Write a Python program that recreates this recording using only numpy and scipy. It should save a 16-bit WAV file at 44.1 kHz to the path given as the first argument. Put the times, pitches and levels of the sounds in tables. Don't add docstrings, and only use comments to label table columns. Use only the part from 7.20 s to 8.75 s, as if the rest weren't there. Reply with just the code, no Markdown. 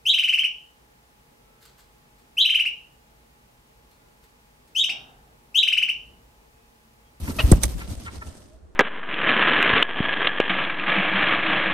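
import sys
import numpy as np
from scipy import signal
from scipy.fft import rfft, irfft
from scipy.io import wavfile
from scipy.ndimage import uniform_filter1d

SR = 44100
rng = np.random.default_rng(int(sys.argv[2]) if len(sys.argv) > 2 else 0)


def bounce(signal):
    frames = np.transpose(np.atleast_2d(signal))
    limited = np.clip(frames, -1, 1)
    pcm = np.round(limited * 32767).astype(np.int16)
    wavfile.write(sys.argv[1], SR, pcm)


N = 68355
PORT_LAG_S = 0.00024


def undb(db):
    return 10 ** (np.asarray(db) / 20)


def unit(x):
    return x / np.sqrt(np.mean(x ** 2))


def clock():
    return np.arange(N) / SR


def colour(x, points):
    hz, db = np.array(points, float).T
    bins_hz = np.maximum(np.fft.rfftfreq(2 * N, 1 / SR), 1)
    gain = undb(np.interp(np.log(bins_hz), np.log(hz), db))
    return irfft(rfft(x, 2 * N) * gain)[..., :N]


def noise(spectrum, correlation):
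    mid, side = rng.standard_normal((2, N))
    white = np.sqrt(1 + correlation) * mid + np.sqrt(1 - correlation) * side * np.array([[1], [-1]])
    return unit(colour(white, spectrum))


def walk(rate_hz):
    span = max(int(SR / rate_hz), 1)
    return unit(uniform_filter1d(uniform_filter1d(rng.standard_normal(N), span), span))


def swell(middle_s, length_s):
    return np.exp(-2 * np.sqrt(2) * ((clock() - middle_s) / length_s) ** 2)


def ports(x, lag_s):
    t = clock()
    return np.array([np.interp(t - side * lag_s / 2, t, x) for side in (1, -1)])


def yard(level_db=-53.5):
    spectrum = [(25, -2.5), (60, -0.5), (130, -18), (350, -10), (600, -16.5), (900, -23.5),
                (1400, -25.5), (2200, -35), (5000, -39.5), (8500, -39.5), (15000, -55)]
    return undb(level_db) * noise(spectrum, 0.082)


def barb_catches(per_s=90, decay_s=.0012, spread_db=3):
    caught = rng.random(N) < per_s / SR
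    size = undb(spread_db * rng.uniform(-1, 1, N))
    spikes = signal.fftconvolve(caught * size, np.exp(-clock() / decay_s))[:N]
    return unit(1 + spikes)


def feather_sliding(x, flicker_db=2):
    log_centres = np.log(700 * 2 ** np.arange(0, 4.6, .5))
    log_hz = np.log(np.maximum(np.fft.rfftfreq(N, 1 / SR), 1))
    bands = (irfft(rfft(x) * np.interp(log_hz, log_centres, pick), N)
             for pick in np.eye(len(log_centres)))
    return unit(sum(band * undb(flicker_db * walk(90)) for band in bands))


# middle_s, length_s, swish_db, flutter_db
WING_STROKES = [(0.05, 0.18, -42.5, -37.5), (0.096, 0.047, -41.5, -25), (0.201, 0.1, -37.5, -31.5),
                (0.294, 0.15, -35.5, -29), (0.346, 0.14, -47.5, -27), (0.444, 0.049, -33, -28.5),
                (0.513, 0.056, -38, -44.5), (0.613, 0.099, -40.5, -43), (0.688, 0.019, -56, -35.5),
                (0.721, 0.064, -39.5, -35), (0.809, .025, -43.5, -43), (0.835, 0.12, -43.5, -42),
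                (.945, 0.071, -41.5, -39), (1.059, 0.12, -46, -45.5), (1.152, 0.085, -48, -46),
                (1.22, 0.21, -52, -52.5)]
# frequency_hz, gain_db
SWISH_SPECTRUM = [(300, 8), (700, 5), (1400, -3), (2200, -3), (4500, -2), (6500, -3), (7400, -6),
                  (8400, -1), (10500, -5.5), (14000, -5), (15300, -40.5)]
FLUTTER_SPECTRUM = [(40, -2.5), (90, 6), (150, -2), (260, -1.5), (400, -13.5), (650, -23.5), (1200, -26.5),
                    (3000, -57.5)]


def wingbeats(dulling_per_s=1.8):
    swish = np.sqrt(sum((undb(db) * swell(s, length)) ** 2 for s, length, db, _ in WING_STROKES))
    flutter = np.sqrt(sum((undb(db) * swell(s, length * 0.81)) ** 2 for s, length, _, db in WING_STROKES))
    grain = unit(undb(-0.5 * walk(440) + walk(54))) * barb_catches()
    bright = feather_sliding(noise(SWISH_SPECTRUM, .05))
    dull = colour(bright, [(9000, -2.5), (13000, -11.0)])
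    brightness = np.maximum(1.6 - dulling_per_s * clock(), 0)
    feathers = dull + (bright - dull) * brightness
    lean_right = undb([[-0.5], [0.5]])
    return swish * grain * feathers * lean_right + flutter * noise(FLUTTER_SPECTRUM, 1)


# middle_s, length_s, pitch_hz, level_db
AIR_PUFFS = [(0.038, 0.031, 63.5, -25.5), (0.102, 0.061, 72, -31.5), (0.199, 0.03, 58, -28),
             (0.281, 0.013, 93, -18), (0.377, 0.03, 74, -20.5), (0.461, 0.047, 60.9, -19),
             (0.524, 0.12, 66.1, -31), (0.565, 0.033, 51.7, -24), (0.641, 0.045, 59, -32),
             (0.705, 0.042, 77, -29.5), (0.78, 0.028, 67, -29), (0.877, 0.064, 63.6, -39.5),
             (0.984, 0.046, 67, -35), (1.082, 0.038, 70.5, -34), (1.356, 0.058, 64.9, -48),
             (1.44, 0.039, 63.2, -43), (1.497, 0.034, 65.3, -45)]


def puffs(wander=0.15, turbulence_db=-7.5):
    uneven_time = np.cumsum(np.exp(wander * walk(60))) / SR
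    pressure = force = 0
    for s, length, hz, db in AIR_PUFFS:
        push = undb(db) * swell(s, length)
        from_middle = uneven_time - np.interp(s, clock(), uneven_time)
        pressure += push * np.sin(2 * np.pi * hz * from_middle)
        force += push
    turbulence = noise([(20, -18.5), (45, -0.5), (90, -8), (180, -13), (400, -32), (1500, -60.5)], 0)
    return ports(pressure, PORT_LAG_S) + undb(turbulence_db) * force * turbulence


# middle_s, length_s, body_db, edge_db
WING_CLAPS = [(0.082, 0.013, -35, -48.5), (0.11, 0.0087, -36, -67), (0.616, 0.023, -36.5, -53),
              (0.885, 0.017, -36.5, -42.5)]
# frequency_hz, gain_db
HOLLOW_SPECTRUM = [(300, -21.5), (700, -22), (930, 1.5), (1130, -3), (1280, -4.5), (1370, 10), (1470, -8.5),
                   (1680, -4), (1830, -5.5), (2150, 1.5), (3300, -21.5), (12000, -45.5)]
PAPERY_SPECTRUM = [(800, -19), (2000, 3.5), (2500, -10.5), (3200, 3), (3700, -7.5), (5000, -15),
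                   (12000, -41)]


def claps(edge_lead_s=0.022):
    body = sum(undb(db) * swell(s, length) for s, length, db, _ in WING_CLAPS)
    edge = sum(undb(db) * swell(s - edge_lead_s, length) for s, length, _, db in WING_CLAPS)
    slaps = body * noise(HOLLOW_SPECTRUM, 1)[0] + edge * noise(PAPERY_SPECTRUM, 1)[0]
    grain = unit(undb(0.83 * walk(500)))
    return ports(slaps * grain, lag_s=0.00022)


def echo(x, t60_s=0.69, level_db=-18, delay_s=.008):
    decay = undb(-60 * clock() / t60_s) * (clock() > delay_s)
    tail = noise([(100, -17.5), (500, 8.5), (3000, -5.5), (12000, -9.5)], 0) * decay
    tail /= np.sqrt(np.sum(tail ** 2) / 2)
    return undb(level_db) * signal.fftconvolve(x, tail, axes=1)[:, :N]


# time_s, pitch_hz, relative_level_db, hoarseness_db
SQUAWK_CONTOUR = [(.1862, 590, -26, -16), (.190, 635, -19, -13), (.1965, 655, -15, -11),
                  (.1985, 570, -20, -9), (.201, 545, -17.5, -9), (.2085, 410, -17.5, -8),
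                  (.213, 400, -29, -4), (.224, 400, -39, 0)]
# start_hz, end_hz, bandwidth_hz, gain_db
FORMANTS = [(630, 710, 130, 0.5), (1219, 1060, 130, 3.5), (1400, 1470, 130, 5.5), (1873, 1860, 87, 4.5),
            (2560, 2840, 81, 13), (2840, 2800, 100, 11.5), (3930, 2900, 250, -3)]
# frequency_hz, gain_db
HOARSE_SPECTRUM = [(300, -12.5), (1200, 5.5), (3000, 8.5), (4500, -0.5), (6500, -21), (8200, -20),
                   (14000, -36)]


def squawk(jitter=.01, shimmer_db=1.5, glide_span_s=(.196, .202), gain_db=-2):
    t = clock()
    s, hz, db, hoarse_db = np.array(SQUAWK_CONTOUR).T
    cycles = np.cumsum(np.interp(t, s, hz) * (1 + jitter * walk(600))) / SR
    pulses = np.diff(np.floor(cycles), prepend=0) * undb(shimmer_db * walk(600))
    voice = 0
    for start_hz, end_hz, bandwidth, formant_db in FORMANTS:
        formant_hz = np.interp(t, glide_span_s, (start_hz, end_hz))
        phasor = np.exp(2j * np.pi * np.cumsum(formant_hz) / SR)
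        decay = bandwidth * np.exp(-np.pi * bandwidth * t[:SR // 20])
        ring = phasor * signal.fftconvolve(pulses / phasor, decay)[:N]
        voice += undb(formant_db) * ring.imag
    voice = unit(colour(voice, [(150, -27.5), (450, -5)]))
    rasp = undb(np.interp(t, s, hoarse_db)) * noise(HOARSE_SPECTRUM, 0)
    return undb(gain_db + np.interp(t, s, db, left=-120, right=-120)) * (voice + rasp)


# start_s, start_hz, slowing_s, rise_s, level_db, sharpness, left_lead_s
WING_VORTICES = [(0.2334, 130.7, 0.011, 0.015, -6, 2.7, 0.0011),
                 (.315, 522.5, .0058, 0.0097, 2.5, 1.17, .00022)]
# frequency_hz, gain_db
EDDY_SPECTRUM = [(50, -32), (150, 18), (350, 3), (520, 9), (680, -1.5), (1050, -3), (1400, -9),
                 (2500, -19.5), (6000, -33), (14000, -53)]


def vortices(end_hz=45.33, churn_db=-10, eddy_db=-17):
    eddies = undb(eddy_db) * noise(EDDY_SPECTRUM, 0.8)
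    churn = undb(churn_db) * noise([(20, 15), (70, 2.5), (150, -20.5), (600, -36)], -0.7)
    pressure = 0
    for s, start_hz, slowing, rise, db, sharpness, lead in WING_VORTICES:
        age = np.maximum(clock() - s, 0)
        cycles = end_hz * age + (start_hz - end_hz) * slowing * (1 - np.exp(-age / slowing))
        force = undb(db) * (age / rise * np.exp(1 - age / rise)) ** sharpness
        swing = -force * np.sin(2 * np.pi * cycles)
        pressure += ports(swing, -lead) + force ** 2 * churn + force ** 3 * eddies
    return pressure


# peak_s, decay_s, scratch_db, whistle_db
TIP_TOUCHES = [(0.3154, 0.0027, -18, -24), (0.3187, 0.0017, -14, -10.5), (0.3213, 0.0014, -20, -18),
               (0.4263, 0.002, -26.5, -36), (0.4314, 0.0027, -24.5, -34.5), (0.4337, 0.00092, -11, -31),
               (0.435, 0.0031, -13, -18), (0.4393, 0.0022, -17.5, -16), (0.444, 0.015, -35, -39.5),
               (0.4543, 0.00087, -19, -40)]
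# frequency_hz, gain_db
SCRATCH_SPECTRUM = [(1000, -11.5), (2300, -8), (2900, -26.5), (3500, 1.5), (4300, -5), (6500, 5),
                    (7200, -15.5), (7800, -22.5), (8200, 2.5), (9000, 4.5), (10800, 1), (13500, -8.5),
                    (16000, -33.5)]
WHISTLE_SPECTRUM = [(2000, -62), (7400, -55.5), (8000, 0.5), (8200, 12.5), (8600, -12), (9500, -26),
                    (16000, -60)]
LEFT_SHADING = [(3000, 2), (5500, -9.5), (6600, 1.5), (8300, -17.5), (10000, -11.5), (12500, -7),
                (16000, 3)]


def brushes(rise_s=.00025):
    t = clock()
    scratch = whistle = 0
    for s, decay, scratch_db, whistle_db in TIP_TOUCHES:
        touch = np.exp(np.minimum((t - s) / rise_s, (s - t) / decay))
        scratch += undb(scratch_db) * touch
        whistle += undb(whistle_db) * touch
    grain = unit(undb(2 * walk(2500)))
    friction = scratch * grain * noise(SCRATCH_SPECTRUM, 0.039)
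    left, right = friction + whistle * noise(WHISTLE_SPECTRUM, 0.17)
    return np.array([colour(left, LEFT_SHADING), right])


# frequency_hz, gain_db
KNOCK_SPECTRUM = [(900, -1), (2300, 0), (3200, -23)]


def knock(start_s=.4393, decay_s=.003, level_db=-20.5):
    age = clock() - start_s
    return undb(level_db) * (age > 0) * np.exp(-np.abs(age) / decay_s) * noise(KNOCK_SPECTRUM, 0.73)


# middle_s, length_s, pitch_hz, level_db
SOFT_CLUCKS = [(0.872, 0.02, 465.8, -40.5), (1.024, 0.013, 452, -36)]


def clucks(jitter=.035, husk_db=-3, harmonics_db=(-16, -8.5, 1, 0.5)):
    uneven_time = np.cumsum(1 + jitter * walk(560)) / SR
    husk = undb(husk_db) * noise(HOLLOW_SPECTRUM, 1)[0]
    notes = 0
    for s, length, hz, db in SOFT_CLUCKS:
        phase = 2 * np.pi * hz * uneven_time
        voice = sum(gain * np.sin(k * phase) for k, gain in enumerate(undb(harmonics_db), 1))
        notes += undb(db) * swell(s, length) * (voice + husk)
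    return ports(notes, PORT_LAG_S)


# time_s, pitch_hz, level_db
FAR_CONTOUR = [(1.02, 635, -57), (1.09, 622, -58.5), (1.199, 600, -60), (1.27, 605, -67.5),
               (1.35, 619, -51.5), (1.389, 632, -73), (1.45, 650.5, -60), (1.52, 644, -85.5)]


def far_tone(waver=.014):
    s, hz, db = np.array(FAR_CONTOUR).T
    pitch_hz = np.interp(clock(), s, hz) * (1 + waver * walk(60))
    level_db = np.interp(clock(), s, db, left=-120, right=-120) + 2 * walk(23)
    return undb(level_db) * np.sin(2 * np.pi * np.cumsum(pitch_hz) / SR)


def scene():
    hen = wingbeats() + squawk() + claps() + clucks()
    return hen + echo(hen) + brushes() + knock() + puffs() + vortices() + far_tone() + yard()


def record(dry, ceiling=.97, cutoff_hz=16300):
    rounded = dry / (1 + np.abs(dry / ceiling) ** 3) ** (1 / 3)
    low_pass = signal.ellip(8, .2, 70, cutoff_hz, fs=SR, output="sos")
    return signal.sosfilt(low_pass, rounded)


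dry = scene()
out = record(dry)
bounce(out)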